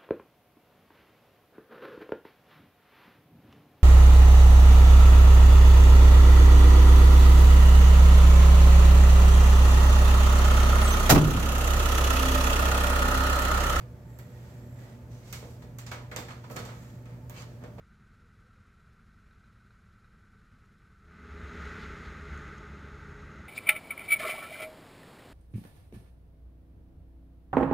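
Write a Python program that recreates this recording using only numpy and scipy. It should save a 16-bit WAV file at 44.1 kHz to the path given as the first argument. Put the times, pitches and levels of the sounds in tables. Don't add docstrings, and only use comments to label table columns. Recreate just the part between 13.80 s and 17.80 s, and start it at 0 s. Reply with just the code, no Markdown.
import sys
import numpy as np
from scipy import signal
from scipy.fft import rfft, irfft
from scipy.io import wavfile

SR = 44100
rng = np.random.default_rng(int(sys.argv[2]) if len(sys.argv) > 2 else 0)


def dump(signal):
    limited = np.clip(np.atleast_2d(signal).T, -1, 1)
    pcm = np.round(limited * 32767).astype(np.int16)
    wavfile.write(sys.argv[1], SR, pcm)


N = 176400

# (time [s], low [dB], mid [dB], treble [dB], top [dB],
# extra level of the snap [dB], pitch of the struck spot [Hz])
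TOUCHES = [ (0.008, -63, -58, -69, -71, 4, 1220), (0.388, -69, -57, -62.5, -55.5, 6, 1940),
           (1.527, -59, -48.5, -43, -46.5, 7.5, 2210), (1.625, -50, -56.5, -72, -82, -10, 457),
           (1.820, -56, -62, -64, -69, -10, 1930), (1.986, -69, -52.5, -51.5, -53.5, 8.5, 7350),
           (2.065, -65, -51.5, -49.5, -62, 4, 7100), (2.115, -48.5, -39.5, -47.5, -54, 1, 974),
           (2.314, -50.5, -43, -55.5, -61, 1, 2090), (2.362, -48, -43, -42, -50, 10.5, 7450),
           (2.385, -48.5, -46.5, -56, -52, -10, 7450), (2.484, -66, -46.5, -57.5, -67, 0, 880),
           (2.505, -58, -49, -55.5, -65, -6, 1227), (2.639, -63, -54, -63, -80, -3, 1007),
           (2.699, -47, -48.5, -64, -61, 3, 1283), (2.711, -51, -70, -54.5, -54, 0, 11900),
           (2.761, -43.5, -46.5, -55, -64, 10, 340), (2.765, -48, -42.5, -46.5, -52.5, 7, 1280),
           (2.791, -52, -56, -52.5, -58, 6, 356), (2.852, -57, -57, -53, -61, 5, 640),
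           (2.888, -66, -49, -63, -76, 2, 1283), (3.256, -72, -60, -69, -77, 6, 2544),
           (3.497, -60, -54.5, -61.5, -55, 10.5, 13700), (3.622, -62, -57, -57.5, -74, 8, 2970),
           (3.838, -49.5, -53.5, -64, -74, 8, 609), (3.982, -52.5, -51.5, -67.5, -80, -1, 644)]
# (frequency [Hz], likeness [0 to 1])
STEREO_LIKENESS = [(60, .99), (140, 0.93), (350, 0.89), (700, 0.61), (1400, 0.049), (2800, 0.17),
                   (14000, 0.04)]
EDGES_HZ = np.geomspace(28, 17000, 21)
BANDS_HZ = np.sqrt(EDGES_HZ[1:] * EDGES_HZ[:-1])
TAIL, ATTACK_S = int(.7 * SR), 0.00085
SPOT_Q = 29


def from_db(db):
    return 10 ** (np.asarray(db) / 20)


def rms_one(x):
    return x / np.sqrt(np.mean(x ** 2) + 1e-20)


def at_hz(points, hz):
    row_hz, value = np.transpose(points)
    return np.interp(np.log(hz), np.log(row_hz), value)


def colour(levels, hz):
    # (frequency [Hz], level [dB])
    body = [(40, -41), (120, -8), (240, -6.5), (500, -5.5), (1300, -3), (2400, -5), (3600, -5.5),
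            (6500, -5.5), (10000, -6.5), (14000, -5.5)]
    own_db = np.interp(np.log(hz), np.log([350, 1300, 6000, 14000]), levels)
    return from_db(own_db + at_hz(body, hz))


def pan(right_db):
    return from_db(np.array([[-right_db], [right_db]]) / 2)


def drift(rate_hz):
    hz = np.arange(N // 2 + 1) * SR / N
    spectrum = rfft(rng.standard_normal(N))
    return rms_one(irfft(spectrum / (1 + (hz / rate_hz) ** 2), N))


def peaks(x, table):
    for hz, db, width in table:
        gain = from_db(db / 2)
        spread = np.tan(np.pi * width / SR)
        tuning = -2 * np.cos(2 * np.pi * hz / SR)
        x = signal.lfilter([1 + spread * gain, tuning, 1 - spread * gain],
                           [1 + spread / gain, tuning, 1 - spread / gain], x)
    return x


def noise_bands():
    white, out = rng.standard_normal((2, 2, N + TAIL)), []
    for k, hz in enumerate(BANDS_HZ):
        bandpass = signal.butter(2, EDGES_HZ[k:k + 2], "band", fs=SR, output="sos")
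        mid, side = signal.sosfilt(bandpass, white[k % 2])[:, TAIL:]
        alike = at_hz(STEREO_LIKENESS, hz)
        out.append(rms_one(np.sqrt(1 + alike) * mid + np.sqrt(1 - alike) * side * [[1], [-1]]))
    return np.array(out, dtype=np.float32)


def add(out, start_s, sound):
    i = int(np.clip(start_s * SR, 0, N - 1))
    out[:, i:i + sound.shape[1]] += sound[:, :N - i]


def swell(peak_s, rise_s, fall_s):
    t = np.arange(N) / SR - peak_s
    width = np.where(t < 0, rise_s, fall_s)
    return np.exp(-np.minimum((t / width) ** 2 / 2, 20))


def room_tone():
    # (frequency [Hz], level per band [dB])
    background = [(30, -68), (42, -78), (58, -55), (85, -55), (125, -56.5), (165, -55.5), (250, -58.5),
                  (350, -66), (520, -61.5), (800, -69), (1700, -70), (3000, -78.5), (6000, -77.5),
                  (10000, -80.5), (15000, -77)]
    # (pitch [Hz], level [dB], amount of wavering [ratio])
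    hum = [(119.9, -46, 0.59), (242.4, -60.5, 1.12), (364.4, -68, 0.92), (489, -67, 1.4),
           (592.5, -67.5, 0.64), (883, -73, 2.7)]
    # (pitch [Hz], boost [dB], width [Hz])
    whine = [(10400, 14, 110), (13300, 13.5, 56)]
    t, waver_hz = np.arange(N) / SR, 13.3
    out = np.tensordot(from_db(at_hz(background, BANDS_HZ)), noise_bands(), 1)
    for hz, db, waver in hum:
        phase = 2 * np.pi * (hz * t + rng.random())
        wobble = drift(waver_hz) * np.sin(phase) + drift(waver_hz) * np.cos(phase)
        out = out + from_db(db) * rms_one(np.sin(phase) + waver / 2 * wobble)
    return peaks(out * pan(right_db=1.13), whine)


def knocks(bands):
    # (frequency [Hz], time to fade by 60 dB [s])
    echo_times = [(200, 0.7), (1200, 0.44), (5000, 0.45), (14000, 0.31)]
    ring_s, echo_db, spot_db = 0.15, -2, 9.5
    out, t = np.zeros((2, N)), np.arange(TAIL) / SR
    echo = from_db(echo_db) * 1000 ** (-t / at_hz(echo_times, BANDS_HZ)[:, None])
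    ring = 1000 ** (-t / ring_s)
    fade = np.hypot(ring, echo) * (1 - np.exp(-t / ATTACK_S))
    offsets = rng.integers(0, N - TAIL, len(TOUCHES))
    for (start_s, *levels, _, spot_hz), i in zip(TOUCHES, offsets):
        band_gains = fade * colour(levels, BANDS_HZ)[:, None]
        knock = np.einsum("bt,bct->ct", band_gains, bands[:, :, i:i + TAIL])
        add(out, start_s, peaks(knock, [(spot_hz, spot_db, spot_hz / SPOT_Q)]))
        add(out, start_s, lid_ring(levels))
    return out


def lid_ring(levels):
    # (pitch [Hz], level [dB], time to fade by 60 dB [s])
    lid_tones = [(594, -6, 0.66), (958, 2.5, .15), (1281, -2, 0.28), (1876, -11, 0.18), (2206, -2, 0.25),
                 (2500, -4, 0.098), (3595, -5, 0.4), (4320, -5, 0.38), (4850, -1, 0.17), (5160, -12, 0.14),
                 (6100, -1.5, 0.12), (7400, -11, 0.25)]
    hz, db, fade_s = np.transpose(lid_tones)
    t = np.arange(TAIL // 2) / SR
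    scatter_db = rng.uniform(-12.75, 4.25, len(hz))
    gain = colour(levels, hz) * from_db(db + scatter_db)
    hz = hz * rng.normal(1, 0.0033, len(hz))
    ringing = np.exp(np.outer(2j * np.pi * hz - np.log(1000) / fade_s, t))
    side_phase = rng.uniform(-np.pi, np.pi, (2, len(hz))) * (1 - at_hz(STEREO_LIKENESS, hz))
    stereo = ((gain * np.exp(1j * side_phase)) @ ringing).imag
    return stereo * (1 - np.exp(-t / ATTACK_S))


def snaps():
    # (pitch [Hz], level [dB], time to fade by 60 dB [s])
    catch_tones = [(2130, 3.5, 0.0036), (5630, 7.5, 0.0026), (6840, 10, 0.0039), (8300, 12, 0.0017),
                   (13400, 6.5, 0.0074)]
    out, t = np.zeros((2, N)), np.arange(SR // 20) / SR
    detunes = rng.normal(1, 0.049, (len(TOUCHES), len(catch_tones)))
    for (start_s, *levels, snap_db, _), detune in zip(TOUCHES, detunes):
        crack = np.zeros((1, len(t)))
        for k, (hz, db, fade_s) in enumerate(catch_tones):
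            gain = (-1) ** k * colour(levels, hz) * from_db(db + snap_db)
            crack += gain * np.sin(2 * np.pi * hz * detune[k] * t) * 1000 ** (-t / fade_s)
        add(out, start_s, crack)
    return out * pan(right_db=15.5)


def slipping(tones, slips_per_s=1400, scatter_db=0.5):
    slips = (rng.random(N) < slips_per_s / SR) * from_db(scatter_db * rng.uniform(-1, 1, N))
    out = []
    for hz, _, width in tones:
        decay = np.exp(-np.pi * width / SR)
        feedback = [1, -2 * decay * np.cos(2 * np.pi * hz / SR), decay ** 2]
        jolts = slips * rng.standard_normal((2, N)) + 1e-18
        out.append(rms_one(signal.lfilter([1, 0, -1], feedback, jolts)))
    return out


def hinge():
    # (time [s], level [dB])
    slide_levels = [(0.2, -90), (0.3, -66.5), (0.62, -71), (1.05, -67.5), (1.2, -87), (2.85, -97),
                    (3.02, -67), (3.15, -72), (3.4, -92)]
    # (pitch [Hz], level [dB], width [Hz])
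    hinge_tones = [(1860, -2.5, 130), (7460, -7.5, 340), (13040, -10, 610)]
    level = from_db(np.interp(np.arange(N) / SR, *np.transpose(slide_levels)))
    return level * sum(from_db(db) * sound for (_, db, _), sound in zip(hinge_tones, slipping(hinge_tones)))


def rubs(bands):
    # (loudest at [s], rise [s], fall [s], low [dB], mid [dB], treble [dB], top [dB], pitch [Hz])
    movements = [ (0.65, 0.13, 0.17, -64, -67, -67.5, -72, 1860),
                 (1.02, 0.041, 0.12, -58.5, -63, -66, -71, 1956),
                 (1.33, 0.02, 0.086, -74, -69, -65, -72, 6100),
                 (1.52, 0.06, 0.08, -64, -63.5, -56.5, -64.5, 2180),
                 (1.66, 0.075, 0.11, -57.5, -69.5, -63.5, -67, 465),
                 (2.89, 0.05, 0.058, -63, -55, -66.5, -69, 1300),
                 (3.02, 0.32, 0.12, -63.5, -66, -65, -70, 6700),
                 (3.31, 0.026, 0.055, -67, -63.5, -72.5, -83, 2270),
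                 (3.60, 0.046, 0.032, -61, -55, -55.5, -64, 1110),
                 (3.70, 0.078, 0.071, -59, -72, -69.5, -80, 4300),
                 (3.83, 0.014, 0.023, -53.5, -59.5, -75, -85, 600)]
    spot_db, rough_db = 8, 1
    out = 0
    for peak_s, rise_s, fall_s, *levels, hz in movements:
        friction = np.tensordot(colour(levels, BANDS_HZ).astype(np.float32), bands, 1)
        friction = np.roll(friction, rng.integers(N), axis=1)
        out = out + swell(peak_s, rise_s, fall_s) * peaks(friction, [(hz, spot_db, hz / SPOT_Q)])
    return out * from_db(rough_db * drift(rate_hz=119))


def creak():
    # (pitch [Hz], level [dB], width [Hz])
    creak_tones = [(2285, -1.5, 46), (2620, -1.5, 220), (3110, -6, 63), (4170, -8, 49), (4700, -6, 260),
                   (6500, -7, 220), (7000, -12, 300)]
    first_peak_s, swell_s, climb_s_per_octave, level_db = 3.578, 0.021, 0.016, -54
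    out = 0
    for (hz, db, _), sound in zip(creak_tones, slipping(creak_tones)):
        peak_s = first_peak_s + climb_s_per_octave * np.log2(hz / creak_tones[0][0])
        out = out + from_db(level_db + db) * sound * swell(peak_s, swell_s, swell_s)
    return out


def scene():
    # (pitch [Hz], boost [dB], width [Hz])
    case_peaks = [(489, 6, 77), (594, 3, 89), (1950, 1.5, 180), (2200, 1, 270)]
    right_lag_s = .00013
    bands = noise_bands()
    handling = peaks(knocks(bands) + rubs(bands), case_peaks)
    left, right = (handling + hinge() + creak()) * pan(right_db=2.5) + snaps()
    right = np.roll(right, round(right_lag_s * SR))
    return np.array([left, right]) + room_tone()


def record(dry):
    # (frequency [Hz], boost [dB], width [Hz])
    mic_peaks = [(7350, 3, 1870), (10400, -5, 2100), (12700, 5, 1500)]
    top_cut = signal.ellip(10, .2, 80, 15800, fs=SR, output="sos")
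    return signal.sosfilt(top_cut, peaks(dry, mic_peaks))


dry = scene()
out = record(dry)
dump(out)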